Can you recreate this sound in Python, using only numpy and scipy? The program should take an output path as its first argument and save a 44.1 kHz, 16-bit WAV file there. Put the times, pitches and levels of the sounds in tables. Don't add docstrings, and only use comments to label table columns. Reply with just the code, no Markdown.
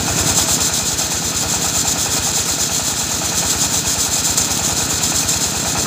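import sys
import numpy as np
from scipy import signal
from scipy.fft import rfft, irfft, next_fast_len
from scipy.io import wavfile
from scipy.ndimage import uniform_filter1d, map_coordinates

SR = 44100
rng = np.random.default_rng(int(sys.argv[2]) if len(sys.argv) > 2 else 0)


def generate_wav(sig):
    pcm = np.round(np.clip(np.atleast_2d(sig).T, -1, 1) * 32767).astype(np.int16)
    wavfile.write(sys.argv[1], SR, pcm)


def magnitude_from_level(level_db):
    exponent = np.asarray(level_db, float) / 20
    return 10 ** exponent


N = 258426

# time in seconds, pressure in dB,
# rise from start to end of a bite in dB, easing off between bites in dB.
FEED = [(-.068, -24.5, 2.8, -2.7), (.164, -16.5, 4, 4), (.369, -11.6, 0, 9.5), (.734, -15, -2.5, 12),
        (1.104, -19.5, -4.5, 7), (1.359, -18, -.9, 9.3), (1.619, -16, -1.5, 8), (2.113, -15.3, -0.8, 10),
        (2.471, -15.5, -1.5, 9), (2.974, -17, -.9, 8.5), (3.237, -19, -2, 6), (3.47, -13, 5.5, 7),
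        (3.866, -15, -1.8, 11.5), (4.366, -16.5, -5.5, 9), (4.894, -17.2, -3.5, 10.5),
        (5.277, -15, -3, 9.6), (5.554, -18.5, -2.1, 4), (5.895, -18.1, -0.5, 9.7)]
BLADE_TURNS = [0, 2, 4, 7, 10, 12, 14, 18, 21, 25, 27, 29, 32, 36, 40, 43, 45, 48]
# frequency in Hz, level in dB.
TEARING_TONE = [(1300, -16), (2200, -19), (2970, -19), (3330, -9.5), (4030, -8), (4610, -10), (5130, -4),
                (5570, -10.5), (6160, 0), (7150, 0.5), (8510, -8.5), (11100, -18.5), (14000, -16.5),
                (15500, -12)]
# frequency in Hz, level in dB.
IDLE_TONE = [(1800, -17.5), (2400, -7.0), (4200, 2.0), (5500, -1.5),
             (7200, 2.5), (9000, -18), (11500, -16), (15500, -14.0)]
# frequency in Hz, width in Hz, lift in dB.
BLADE_RINGS = [(3280, 120, 4.5), (4140, 550, 3.5), (5180, 95, 4), (6300, 50, 2.5), (6090, 66, 2.5),
               (6670, 35, 0), (6770, 71, 0.5), (7140, 40, 1.5), (7240, 46, 5), (7430, 250, 1),
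               (7500, 40, 4), (7720, 100, 4), (7900, 55, 2.5), (9300, 300, 2), (9360, 200, 2.5),
               (10400, 170, 2), (13600, 500, 1)]
# time in seconds, peak level in dB.
SPLINTERS = [(0.188, -8), (0.3822, -11), (0.4785, -7), (0.6037, -4), (0.865, -11), (0.9908, -11),
             (1.3686, -9.5), (3.2486, -13), (4.003, -10), (4.2499, -8), (4.376, 1.5), (4.575, -8),
             (5.0336, -9), (5.29, -5), (5.4088, -6)]

# time in seconds, engine cycles done.
ENGINE_CYCLES = [(0, -1.076), (0.1078, 0.0), (0.4106, 3.0), (0.7246, 6.0), (1.0422, 9.0), (1.6728, 15.0),
                 (2.3, 21.0), (2.615, 24.0), (2.9318, 27.0), (3.5606, 33.0), (3.8765, 36.0), (4.5156, 42.0),
                 (4.8324, 45.0), (5.4677, 51.0), (5.86, 54.733)]
# time in seconds, throttle in dB, load on the piston in dB.
ENGINE_EFFORT = [(.06, 3, -30.5), (.26, 5, -32), (.46, 2, -31.5), (.88, -1, -37.5), (1.31, -0.5, -36.5),
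                 (1.52, 1, -31.5), (1.8, 0.5, -34.5), (2.14, 0.6, -32), (2.4, -.5, -35), (2.98, -1.5, -37),
                 (3.3, 0.2, -33.5), (3.61, .6, -33.5), (4.04, -0.5, -37), (4.46, .1, -36), (4.67, 1, -33),
                 (4.89, 1.1, -35.5), (5.6, -.2, -35.5), (5.86, 2.6, -26)]
# share of the cycle, ring in Hz, time to fade 60 dB in seconds, level in dB.
GAS_PUFFS = [(.008, 175, .03, -9), (.254, 255, .017, 4), (.296, 110, .045, -3), (.519, 215, .021, 6),
             (.582, 165, .04, -3), (.526, 171, .4, -16), (.76, 465, .12, -14), (.91, 175, .022, 2),
             (.978, 82, .1, -2), (.2, 286, .3, -21)]
# frequency in Hz, level in dB.
PIPE_TONE = [(30, -30), (52, 5.5), (75, -.3), (350, -1.3), (700, -3.5), (2000, -40)]
# frequency in Hz, level in dB.
BARK_TONE = [(60, -40), (95, 1.5), (150, -12), (220, -8), (300, 3), (400, -12), (900, -40)]
# share of the cycle, level in dB.
BLOWS = [
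    (.705, 0),
    (.775, -9),
    (.835, -9),
    (.895, -8),
    (.982, -9),
]
# frequency in Hz, level in dB, time to fade 60 dB in seconds.
BLOCK_RINGS = [(680, -2, .05), (790, -1, .06), (850, -3, .05), (950, -3, .04), (1270, -5, .05),
               (1420, -6, .04)]
# share of the cycle, time to fade 60 dB in seconds, level in dB.
VALVE_TAP = (.78, 0.06, -14.5)
# frequency in Hz, level in dB.
COVER_TONE = [(1900, -44), (2350, -9), (2520, 2), (2750, -6), (3300, -40)]
# frequency in Hz, level in dB.
RATTLE_TONE = [(250, -47), (400, -10), (570, -12), (940, -8.5), (1060, -13), (1500, -10.5), (2150, -17.5),
               (2950, -18.5), (4300, -62)]
# frequency in Hz, width in Hz, lift in dB.
PANEL_RINGS = [(452.5, 30, 6.5), (650, 29, 9), (726, 41, 4), (870, 30, 3), (1284, 33, 7), (1425, 80, 5),
               (1768, 85, 4.5), (2500, 260, 9.5)]
# frequency in Hz, level in dB.
RUMBLE_TONE = [(30, -55), (60, -8), (100, -7), (180, 0), (290, 3), (380, -4), (600, -13.5), (1200, -46)]


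def unit(x):
    return x / np.sqrt(np.mean(x ** 2) + 1e-20)


def clock():
    return np.arange(N) / SR


def noise():
    return rng.standard_normal(N)


def wobble(rate):
    points = rng.standard_normal(int(N * rate / SR) + 4)
    return map_coordinates(points, [clock() * rate])


def coloured(x, tone, rings=()):
    size = next_fast_len(N + 8192)
    hz = np.fft.rfftfreq(size, 1 / SR)
    tone_hz, tone_db = np.transpose(tone)
    gain_db = np.interp(np.log(hz + 1), np.log(tone_hz + 1), tone_db)
    for centre, width, lift_db in rings:
        gain_db += lift_db / (1 + (2 * (hz - centre) / width) ** 2)
    return unit(irfft(rfft(x, size) * magnitude_from_level(gain_db), size)[:N])


def patchy(x, patchy_db):
    spectrum = signal.stft(x, nperseg=256)[2]
    field = rng.standard_normal(spectrum.shape)
    field = uniform_filter1d(field, size=4, axis=0)
    field = uniform_filter1d(field, size=8, axis=1)
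    return signal.istft(spectrum * magnitude_from_level(patchy_db * unit(field)), nperseg=256)[1][:N]


def each_cycle(share, scatter_db, slip_s):
    s, done = np.transpose(ENGINE_CYCLES)
    cycle = np.arange(-3, 56)
    at = np.interp(cycle + share, np.r_[done[0] - 5, done], np.r_[-.5, s])
    chance = rng.standard_normal((len(cycle), 2))
    keep = at < s[-1]
    spot = np.round((at + .5 + slip_s * chance[:, 0]) * SR).astype(int)
    return np.bincount(spot[keep], magnitude_from_level(scatter_db * chance[keep, 1]), N + SR)


def fade(t60, seconds):
    return magnitude_from_level(-60 * np.arange(int(seconds * SR)) / SR / t60)


def after_each(blows, response):
    return signal.fftconvolve(blows, response)[SR // 2:][:N]


def rung(blows, hz, t60, attack):
    t = np.arange(SR // 4) / SR
    note = np.sin(2 * np.pi * hz * t) * (1 - np.exp(-t / attack))
    return after_each(blows, note * fade(t60, .25))


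def saw():
    chips = (rng.random(N) < .12) * noise() * magnitude_from_level(2 * noise())
    tearing = 0.63 * unit(chips) + noise() * magnitude_from_level(0.62 * wobble(500))
    cut = coloured(patchy(tearing, patchy_db=1.3), TEARING_TONE, BLADE_RINGS)
    chatter_db = 0.25 * wobble(35) + 1.1 * wobble(120)
    bites = magnitude_from_level(pressure() - 1.4) * unit(magnitude_from_level(chatter_db))
    idle = coloured(noise(), IDLE_TONE, BLADE_RINGS)
    return (bites + splinters()) * cut + magnitude_from_level(-27.0) * idle


def pressure():
    entry, usual_exit = 0.1, .431
    exit_per_db = .077
    eased = 0.59
    s, press_db, lean_db, ease_db = np.transpose(FEED)
    turn = np.arange(BLADE_TURNS[-1])
    lean = np.interp(turn + .4, BLADE_TURNS, lean_db)
    ease = np.interp(turn + .9, BLADE_TURNS, ease_db)
    leave = np.clip(usual_exit - exit_per_db * lean, .3, .85)
    moments = np.stack([entry + 0 * leave, leave, leave + eased * (1 - leave)], 1)
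    knots = turn[:, None] + moments
    shape_db = np.stack([-lean / 2, lean / 2, -ease], 1)
    level_db = np.interp(knots, BLADE_TURNS, press_db) + shape_db
    knot_s = np.interp(knots, BLADE_TURNS, s)
    return uniform_filter1d(np.interp(clock(), knot_s.ravel(), level_db.ravel()), size=550)


def splinters():
    snap_s, snap_db = np.transpose(SPLINTERS)
    breaks = np.bincount(np.round(snap_s * SR).astype(int), magnitude_from_level(snap_db - 16.5), N)
    return signal.fftconvolve(breaks, fade(0.053, .1))[:N]


def diesel():
    s, throttle, load = np.transpose(ENGINE_EFFORT)
    throttle_db = np.interp(clock(), s, throttle)
    load_db = np.interp(clock(), s, load)
    return exhaust(throttle_db) + knock(load_db) + loose_metal(throttle_db) + rumble(throttle_db)


def exhaust(throttle_db):
    puffs = np.zeros(N)
    for share, hz, t60, db in GAS_PUFFS:
        pulses = each_cycle(share, scatter_db=.8, slip_s=.00025)
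        puffs += magnitude_from_level(db) * rung(pulses, hz, t60, attack=.0005)
    bark = magnitude_from_level(-54 + 4.5 * throttle_db) * coloured(puffs, BARK_TONE)
    return bark + magnitude_from_level(-29.5 + throttle_db) * coloured(puffs, PIPE_TONE) * magnitude_from_level(.1)


def engine_blows():
    return sum(magnitude_from_level(db) * each_cycle(share, scatter_db=1.4, slip_s=.0003) for share, db in BLOWS)


def knock(load_db):
    block = np.zeros(N)
    for hz, db, t60 in BLOCK_RINGS:
        block += magnitude_from_level(db) * rung(engine_blows(), hz, t60, attack=0.0011)
    shake = after_each(engine_blows(), fade(.1, .25))
    shaken = coloured(shake * noise(), RATTLE_TONE, PANEL_RINGS)
    return magnitude_from_level(load_db) * (magnitude_from_level(.3) * unit(block) + magnitude_from_level(-4) * shaken)


def loose_metal(throttle_db):
    rattle = coloured(noise() * magnitude_from_level(1.46 * wobble(300)), RATTLE_TONE, PANEL_RINGS)
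    share, t60, valve_db = VALVE_TAP
    jar = after_each(each_cycle(share, scatter_db=0.5, slip_s=0.0014), fade(t60, .25))
    valve = magnitude_from_level(valve_db) * coloured(jar * noise(), COVER_TONE)
    return magnitude_from_level(-29 + .6 * throttle_db) * (magnitude_from_level(-.9) * rattle + valve)


def rumble(throttle_db):
    return magnitude_from_level(-31 + 0.98 * throttle_db) * coloured(noise(), RUMBLE_TONE) * magnitude_from_level(-2.5)


def scene():
    return np.tile(saw() + diesel(), (2, 1))


def band_limit(x):
    return signal.sosfilt(signal.butter(12, 16680, fs=SR, output="sos"), x)


def record(dry):
    squeezed = dry / (1 + np.abs(dry / .9) ** 5) ** (1 / 5)
    size = next_fast_len(N)
    hz = np.fft.rfftfreq(size, 1 / SR)
    low_cut = 1 / np.sqrt(1 + (41 / (hz + 1)) ** 8)
    top_cut = hz < 15470
    limited = irfft(rfft(squeezed, size) * top_cut * low_cut, size)[:, :N]
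    return band_limit(limited)


dry = scene()
out = record(dry)
generate_wav(out)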